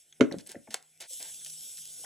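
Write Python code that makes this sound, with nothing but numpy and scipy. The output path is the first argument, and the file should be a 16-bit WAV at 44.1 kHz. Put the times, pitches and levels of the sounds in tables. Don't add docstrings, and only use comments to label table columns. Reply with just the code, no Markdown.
import sys
import numpy as np
from scipy import signal
from scipy.fft import rfft, irfft, next_fast_len
from scipy.io import wavfile
from scipy.ndimage import uniform_filter1d, map_coordinates

SR = 44100
rng = np.random.default_rng(int(sys.argv[2]) if len(sys.argv) > 2 else 0)


def to_linear_factor(level_db):
    exponent = np.asarray(level_db, float) / 20
    return 10 ** exponent


def output_pcm(signal):
    pcm = np.clip(np.atleast_2d(signal).T, -1, 1) * 32767
    wavfile.write(sys.argv[1], SR, np.round(pcm).astype(np.int16))


N = 90404

# [f/Hz, level/dB, t60/s]
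JAR_MODES = [(127.2, -13, 0.09), (191, -13, 0.057), (259.8, 2, 0.086), (290.2, -5.5, .08),
             (350.3, -13.5, 0.13), (420.9, -5, 0.08), (560, -4.5, 0.046), (565, -9, 0.035),
             (663.2, -21, 0.11), (394.5, -1, 0.057), (483.8, -7.5, .04)]
# [f/Hz, width/Hz, level/dB]
CLATTER_BANDS = [(1250, 440, -6), (1470, 300, 4.5), (2050, 400, -3.5), (2990, 1300, -15), (5800, 830, -7)]
# [f/Hz, left minus right level/dB]
SLAM_SIDE = [(60, -12.5), (180, 7), (550, -4), (1650, -10), (4970, -10.5), (15000, 2.5)]
# [t/s, level/dB, f/Hz, t60/s]
THUDS = [(.201, -19.5, 385, 0.04), (0.243, -25, 332, 0.045), (0.263, -42, 294, 0.054),
         (.312, -39.5, 867, 0.034), (.317, -22.5, 264, 0.059), (.319, -29.5, 560, 0.055),
         (.341, -18, 309, 0.026), (.342, -28, 523, 0.033), (0.357, -36, 163, 0.057),
         (0.364, -28.5, 187.4, 0.072), (0.386, -44, 142, 0.1), (0.493, -43.5, 370, 0.06),
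         (.546, -37.5, 560, 0.097), (0.555, -37.5, 458, 0.049), (.562, -29.5, 232, 0.047),
         (0.57, -45, 111, .1), (.674, -46.5, 654, 0.071), (.675, -49.5, 850, 0.036),
         (.686, -37.5, 224, 0.063), (0.7435, -26.5, 756, 0.023), (.744, -33.5, 546, 0.029),
         (1.129, -59, 330, 0.045), (1.46, -59, 621, 0.078), (1.2, -50, 313, 0.041), (1.2, -55, 745, .06),
         (1.99, -64.5, 489, 0.21), (2.04, -41.5, 760, 0.033), (2.046, -40.5, 1506, 0.027)]
# [t/s, level/dB, f/Hz, t60/s]
CAP_CLICKS = [(0.125, -37.5, 3400, 0.01), (0.125, -46, 6380, 0.016), (0.313, -42, 5630, 0.017),
              (0.312, -35, 1880, 0.013), (.324, -19, 4010, 0.0055), (.324, -38, 5800, 0.0086),
              (.324, -39, 10300, .008), (.324, -42, 14800, .008), (0.466, -44, 8180, 0.034),
              (.472, -33.5, 11100, 0.013), (.5545, -38.5, 1836, 0.015), (0.673, -51.5, 2210, 0.018),
              (.706, -44, 4000, .01), (1.107, -62, 526, 0.15), (1.463, -31, 3033, 0.008),
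              (1.463, -39.5, 5900, .008)]
# [t/s, level/dB, f/Hz]
LARGE_GRAINS = [(.126, -47, 3500), (.3245, -30, 4000), (.3855, -31, 4500), (.408, -40, 5500),
                (.464, -41, 6500), (.473, -36, 4000), (.493, -34, 6500), (.4985, -35, 8500),
                (.518, -29, 12500), (.709, -40, 7500), (.8265, -41, 7000), (.976, -47, 11000),
                (1.007, -33, 6500), (1.0095, -33, 6500), (1.108, -36, 7500), (1.1345, -31, 6500),
                (1.173, -33, 12000), (1.191, -33, 11500), (1.196, -37, 8000), (1.204, -33, 5000),
                (1.2277, -23, 7000), (1.345, -31, 7000), (1.448, -25, 7500), (1.462, -29, 4000),
                (1.47, -36, 5000), (1.4995, -31, 7500), (1.5025, -34, 6000), (1.609, -32, 6500),
                (1.773, -30, 6500), (1.779, -33, 4000), (1.788, -33, 5000), (1.855, -30, 5500),
                (1.875, -32, 12000), (1.94, -36, 11000), (2.008, -35, 11000)]
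# [t/s, level/dB, f/Hz, t60/s]
SCUFFS = [(.125, -55.5, 2000, 0.027), (.311, -47.5, 1640, 0.12), (.338, -51.5, 1480, .07),
          (.326, -52, 3600, 0.073), (.408, -47.5, 5320, .03), (.544, -57.5, 1720, 0.17),
          (.674, -57, 1510, 0.056), (1.41, -56, 1900, .05), (1.46, -50.5, 1900, 0.042),
          (1.78, -57.5, 1700, .04)]
# [t/s, length/s, level/dB, treble level/dB]
SHAKES = [
    (0.384, 0.02, -52.5, -2.5),
    (0.461, .02, -55, 0.5),
    (0.489, 0.037, -49, 2),
    (0.704, 0.062, -47.5, -0.5),
    (1.001, 0.02, -47.5, 5),
    (1.02, 0.036, -48, -9),
    (1.198, 0.05, -48, -16),
    (1.25, 0.052, -52, -8.5),
]
# [f/Hz, level/dB per Hz]
RATTLE_COLOUR = [(150, -27.5), (500, -4), (900, -6.5), (1200, -15.5), (1600, -4), (3500, -4.5),
                 (8000, -4.5), (16500, -13)]
# [t/s, level/dB]
POUR_LEVEL = [(0, -56.5), (.04, -63.5), (.2, -64), (.4, -60.5), (.55, -62.5), (0.699, -61), (.85, -63),
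              (1.0, -63.5), (1.067, -56.5), (1.108, -40.5), (1.298, -44), (1.6, -43.5), (2.05, -44)]
# [f/Hz, level/dB per Hz]
HISS_COLOUR = [(1250, -56), (1900, -29.5), (2700, -17), (3400, -11.5), (4600, -15), (5800, -7.5),
               (10500, -3), (16500, -7.5)]
# [f/Hz, width/Hz, level/dB]
PAN_RING = [(7850, 130, 6), (3400, 500, -3), (5320, 300, -2.5)]
# [t/s, level/dB]
HUM_LEVEL = [(0, -100), (.12, -78), (.6, -74.5), (.8, -82), (.97, -76), (1.2, -78), (1.319, -71.5),
             (1.43, -76.5), (1.5, -66), (1.58, -67.5), (1.69, -85), (1.8, -70.5), (2.05, -75.5)]
# [f/Hz, level/dB per Hz]
RUMBLE_COLOUR = [(20, 0.5), (60, -2.5), (110, -8), (300, -12), (800, -15), (1100, -35), (1500, -12.5),
                 (3000, -92)]
# [t/s, level/dB]
RUMBLE_LEVEL = [(0, -14.5), (.2, 4), (.5, -1), (.8, -11.5), (1.0, -4), (1.3, 1), (1.6, 0.5), (1.8, -1),
                (2.05, 4)]
# [f/Hz, t60/s]
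KITCHEN_T60 = [(100, 0.32), (1000, 0.33), (4000, .22), (12000, .12)]
# [f/Hz, gap/rad]
PORT_GAP = [(4100, .02), (4500, 1.3), (5500, 1.2), (5900, .02), (7600, .04), (8100, 1.0), (11600, 2.0),
            (12400, np.pi)]
# [t/s, length/s]
SHARED_TREBLE = [(.2, .015), (.31, .03), (.46, .02), (.487, .045), (.70, .025), (.998, .035), (1.07, .035)]

SLAM_S, SLAM_DB, RING_LEAD_S, RING_RISE_S = .2085, -4.5, .001, .0035
THUMP_DB, THUMP_HZ, THUMP_T60_S = -18, 330, .06
CRACK_DB, CRACK_T60_S, CRACK_TOP_HZ = -10.5, .017, 5500
CLATTER_DB, CLATTER_T60_S = -12, .13
LID_S, LID_DB, LID_T60_S, LID_HZ, LID_WIDTH_HZ = .7424, -7, .0065, 3200, 7500
LID_TAIL_DB, LID_TAIL_T60_S = -24.5, .046
CLICK_RISE_S, CAP_PAIR_RATIO = .0012, 1.06
SNAP_TRIM_DB, SNAP_WIDTH, SNAP_FLOOR_HZ = 12.5, 1.2, 2600
REBOUND_S, REBOUND_DB = .0009, -4
SCUFF_WIDTH = .6
SHAKE_ATTACK_S, SHAKE_RELEASE_S, SHAKE_SAG_DB_PER_S, SHAKE_SPLIT_HZ = .0035, .009, 30, 6500
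GRAINS_PER_S, GRAIN_DB, RATTLE_GRAIN_DB = 900, -12, -8
GRAIN_SPREAD_DB, GRAIN_CAP = 4.5, 2.6
PATCH_DB = 2.5
SIMMER_DB, SIMMER_HZ, SIMMER_WIDTH_HZ = -78, 2370, 1400
HUM_HZ, RUMBLE_DB = 156, -72.5
ROOM_DB, LOW_WIDTH_DB = -16, 3
DUCK_S, DUCK_LENGTH_S, DUCK_DB = 1.068, .055, -29
LEAK_DB, LEAK_HZ, SPREAD_DB, SPREAD_HZ, SPREAD_WIDTH_HZ = -17, 12300, -7.5, 9500, 3000
NOTCH_HZ, NOTCH_WIDTH_HZ, NOTCH_DEPTH = 1220, 230, .46
LOW_CUT_HZ, TOP_HZ = 92, 16000


def unit(x):
    return x / np.sqrt(np.mean(x ** 2) + 1e-20)


def along(points, hz):
    f, v = np.transpose(points)
    return np.interp(np.log(hz + 1), np.log(f + 1), v)


def over_time(points):
    s, level_db = np.transpose(points)
    return np.interp(np.arange(N) / SR, s, level_db)


def wobble(rate):
    knots = rng.standard_normal(int(N * rate / SR) + 4)
    return map_coordinates(knots, [np.arange(N) * rate / SR])


def filtered(x, response):
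    m = next_fast_len(N + SR // 2)
    return irfft(rfft(x, m) * response(np.fft.rfftfreq(m, 1 / SR)), m)[..., :N]


def peak(f, hz, width_hz):
    return 1j * f * width_hz / (hz * hz - f * f + 1j * f * width_hz)


def add(out, s, sound):
    part = out[round(s * SR):][:len(sound)]
    part += sound[:len(part)]


def rough(hz, width, t60):
    t = np.arange(SR // 4) / SR
    response = peak(np.fft.rfftfreq(len(t), 1 / SR), hz, width * hz) ** 2
    noise = irfft(rfft(rng.standard_normal(len(t))) * response, len(t))
    return unit(noise) * to_linear_factor(-60 * t / t60) * (1 - np.exp(-t / CLICK_RISE_S))


def gritty(colour, grain_db):
    size_db = GRAIN_SPREAD_DB * np.minimum(rng.exponential(size=N), GRAIN_CAP)
    struck = rng.random(N) < GRAINS_PER_S / SR
    hits = struck * to_linear_factor(size_db) * np.sign(rng.standard_normal(N))
    return unit(filtered(rng.standard_normal(N) + to_linear_factor(grain_db) * unit(hits), colour))


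def patchy(x):
    z = signal.stft(x, nperseg=512)[2]
    field = uniform_filter1d(rng.standard_normal(z.shape), size=5, axis=0)
    field = uniform_filter1d(field, size=8, axis=1)
    return unit(signal.istft(z * to_linear_factor(PATCH_DB * unit(field)), nperseg=512)[1][:N])


def slam():
    out, burst, t = np.zeros(N), np.zeros(N), np.arange(SR // 4) / SR
    ring = sum(to_linear_factor(db - 60 * t / t60) * np.sin(2 * np.pi * hz * t) for hz, db, t60 in JAR_MODES)
    ring = ring * (1 - np.exp(-t / RING_RISE_S)) ** 2
    thump = to_linear_factor(THUMP_DB) * rough(THUMP_HZ, 1.3, THUMP_T60_S)
    add(out, SLAM_S - RING_LEAD_S, to_linear_factor(SLAM_DB) * ring + thump)

    decay = to_linear_factor(-60 * t / CRACK_T60_S) + to_linear_factor(CLATTER_DB - 60 * t / CLATTER_T60_S)
    add(burst, SLAM_S, to_linear_factor(CRACK_DB) * decay * rng.standard_normal(len(t)))

    def clatter(f):
        bands = sum(to_linear_factor(db) * peak(f, hz, width) for hz, width, db in CLATTER_BANDS)
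        return bands / (1 + 1j * f / CRACK_TOP_HZ) ** 2

    return out + filtered(burst, clatter)


def knocks():
    out, t = np.zeros(N), np.arange(SR // 4) / SR
    for (s, db, hz, t60), spread in zip(THUDS, rng.uniform(-1.1, 1, (len(THUDS), 4))):
        ratios = np.array([.62, .84, 1.13, 1.27]) + 0.059 * spread
        neighbours = np.sin(2 * np.pi * hz * ratios[:, None] * t).sum(axis=0)
        cluster = np.sin(2 * np.pi * hz * t) + .45 * neighbours
        rise = (1 - np.exp(-t * hz / 0.65)) ** 2
        add(out, s, to_linear_factor(db - 60 * t / t60) * rise * cluster)
    return out


def lid():
    burst, t = np.zeros(N), np.arange(SR // 8) / SR
    decay = to_linear_factor(-60 * t / LID_T60_S) + to_linear_factor(LID_TAIL_DB - 60 * t / LID_TAIL_T60_S)
    shape = (1 - np.exp(-t / 0.00055)) * decay
    add(burst, LID_S, to_linear_factor(LID_DB) * shape * np.sign(rng.standard_normal(len(t))))
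    return filtered(burst, lambda f: peak(f, LID_HZ, LID_WIDTH_HZ))


def caps():
    out, t = np.zeros(N), np.arange(SR // 8) / SR
    rise = (1 - np.exp(-t / CLICK_RISE_S)) ** 2
    for s, db, hz, t60 in CAP_CLICKS:
        pair = np.sin(2 * np.pi * hz * t) + .5 * np.sin(2 * np.pi * CAP_PAIR_RATIO * hz * t)
        add(out, s, to_linear_factor(db - 60 * t / t60) * rise * 2 * pair)
    return out


def large_grains():
    out, f = np.zeros(N), np.fft.rfftfreq(512, 1 / SR)
    for (s, db, hz), (late, turn) in zip(LARGE_GRAINS, rng.random((len(LARGE_GRAINS), 2))):
        snap = to_linear_factor(db + SNAP_TRIM_DB) * irfft(peak(f, hz, SNAP_WIDTH * hz))
        add(out, s, snap * np.sign(turn - .5))
        add(out, s + REBOUND_S * (.5 + late), to_linear_factor(REBOUND_DB) * snap)
    return filtered(out, lambda f: (1j * f / (SNAP_FLOOR_HZ + 1j * f)) ** 2)


def scuffs():
    out = np.zeros(N)
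    for s, db, hz, t60 in SCUFFS:
        add(out, s, to_linear_factor(db) * rough(hz, SCUFF_WIDTH, t60))
    return out


def shakes():
    t, shapes = np.arange(N) / SR, []
    for s, length, db, _ in SHAKES:
        rise = np.clip((t - s) / SHAKE_ATTACK_S, 0, 1)
        release = np.exp(-np.clip(t - s - length, 0, 1) / SHAKE_RELEASE_S)
        shapes.append(to_linear_factor(db - SHAKE_SAG_DB_PER_S * np.clip(t - s, 0, 1)) * rise * release)
    shapes = np.array(shapes)
    grains = to_linear_factor(1.1 * wobble(120)) * gritty(lambda f: to_linear_factor(along(RATTLE_COLOUR, f)), RATTLE_GRAIN_DB)
    body = filtered(grains, lambda f: 1 / (1 + (f / SHAKE_SPLIT_HZ) ** 4))
    treble_gain = to_linear_factor([row[-1] for row in SHAKES])
    return shapes.sum(axis=0) * body + treble_gain @ shapes * (grains - body)


def sizzle():
    def colour(f):
        ring = sum(to_linear_factor(db) * peak(f, hz, width) for hz, width, db in PAN_RING)
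        return to_linear_factor(along(HISS_COLOUR, f)) * (1 + ring)

    level_db = over_time(POUR_LEVEL) + .7 * wobble(12) + 0.76 * wobble(60)
    return to_linear_factor(level_db) * patchy(gritty(colour, GRAIN_DB))


def simmer():
    noise = rng.standard_normal(N)
    hiss = filtered(noise, lambda f: peak(f, SIMMER_HZ, SIMMER_WIDTH_HZ) ** 2)
    return to_linear_factor(SIMMER_DB) * patchy(patchy(hiss))


def fan():
    phase = 2 * np.pi * HUM_HZ * np.arange(N) / SR + .7 * wobble(18)
    hum = unit(to_linear_factor(1.4 * wobble(29)) * np.sin(phase))
    air = unit(filtered(rng.standard_normal((2, N)), lambda f: to_linear_factor(along(RUMBLE_COLOUR, f))))
    air_db = RUMBLE_DB + over_time(RUMBLE_LEVEL) + 2.5 * wobble(7.2)
    return to_linear_factor(over_time(HUM_LEVEL)) * hum + to_linear_factor(air_db) * (air + .6 * air[::-1])


def kitchen(x):
    hz, t, z = signal.stft(rng.standard_normal((2, SR // 3)), SR, nperseg=256)
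    decay = to_linear_factor(-60 * t / along(KITCHEN_T60, hz)[:, None])
    tail = signal.istft(z * decay, SR, nperseg=256)[1]
    tail = tail / np.linalg.norm(tail, axis=1, keepdims=True)
    tail = tail * [[1], [to_linear_factor(LOW_WIDTH_DB)]]
    late = np.pad(x, (150, 0))
    mid, side = signal.fftconvolve(late[None], tail, axes=1)[:, :N]
    low_side = filtered(side, lambda f: 1 / (1 + 1j * f / 1000) ** 2)
    return ports(mid) + low_side * [[1], [-1]]


def ports(x):
    return filtered(x, lambda f: np.exp(.5j * along(PORT_GAP, f) * np.array([[1], [-1]])))


def scene():
    blow, jar = slam(), knocks()
    small = caps() + large_grains() + lid() + shakes() + scuffs()
    pan = sizzle()
    lean = lambda f: to_linear_factor(along(SLAM_SIDE, f) / 2 * np.array([[1], [-1]]))
    near = filtered(ports(blow), lean) + ports(jar) * to_linear_factor([[.9], [-.9]])

    t = np.arange(N) / SR
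    after = t - DUCK_S
    duck = to_linear_factor(DUCK_DB * (after > 0) * np.exp(-(after / DUCK_LENGTH_S) ** 2))

    shared = sum((t > s) * (t < s + length) for s, length in SHARED_TREBLE)
    shared = uniform_filter1d(1. * shared, size=300)
    leak = to_linear_factor(LEAK_DB) * filtered(shared * (small + blow + pan), lambda f: f > LEAK_HZ)

    difference = filtered(sizzle(), lambda f: peak(f, SPREAD_HZ, SPREAD_WIDTH_HZ) ** 2)
    spread = to_linear_factor(SPREAD_DB) * difference * [[1], [-1]]

    background = to_linear_factor(ROOM_DB) * kitchen(blow + jar + small) + fan()
    return near + ports(small + pan + duck * simmer()) + leak + spread + duck * background


def top_cut(x):
    return signal.sosfilt(signal.butter(12, 16730, fs=SR, output="sos"), x)


def record(dry):
    def microphone(f):
        low_cut = (1j * f / (LOW_CUT_HZ + 1j * f)) ** 2
        housing = 1 - NOTCH_DEPTH * peak(f, NOTCH_HZ, NOTCH_WIDTH_HZ)
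        return (f < TOP_HZ) * housing * low_cut

    return top_cut(filtered(dry, microphone))


dry = scene()
out = record(dry)
output_pcm(out)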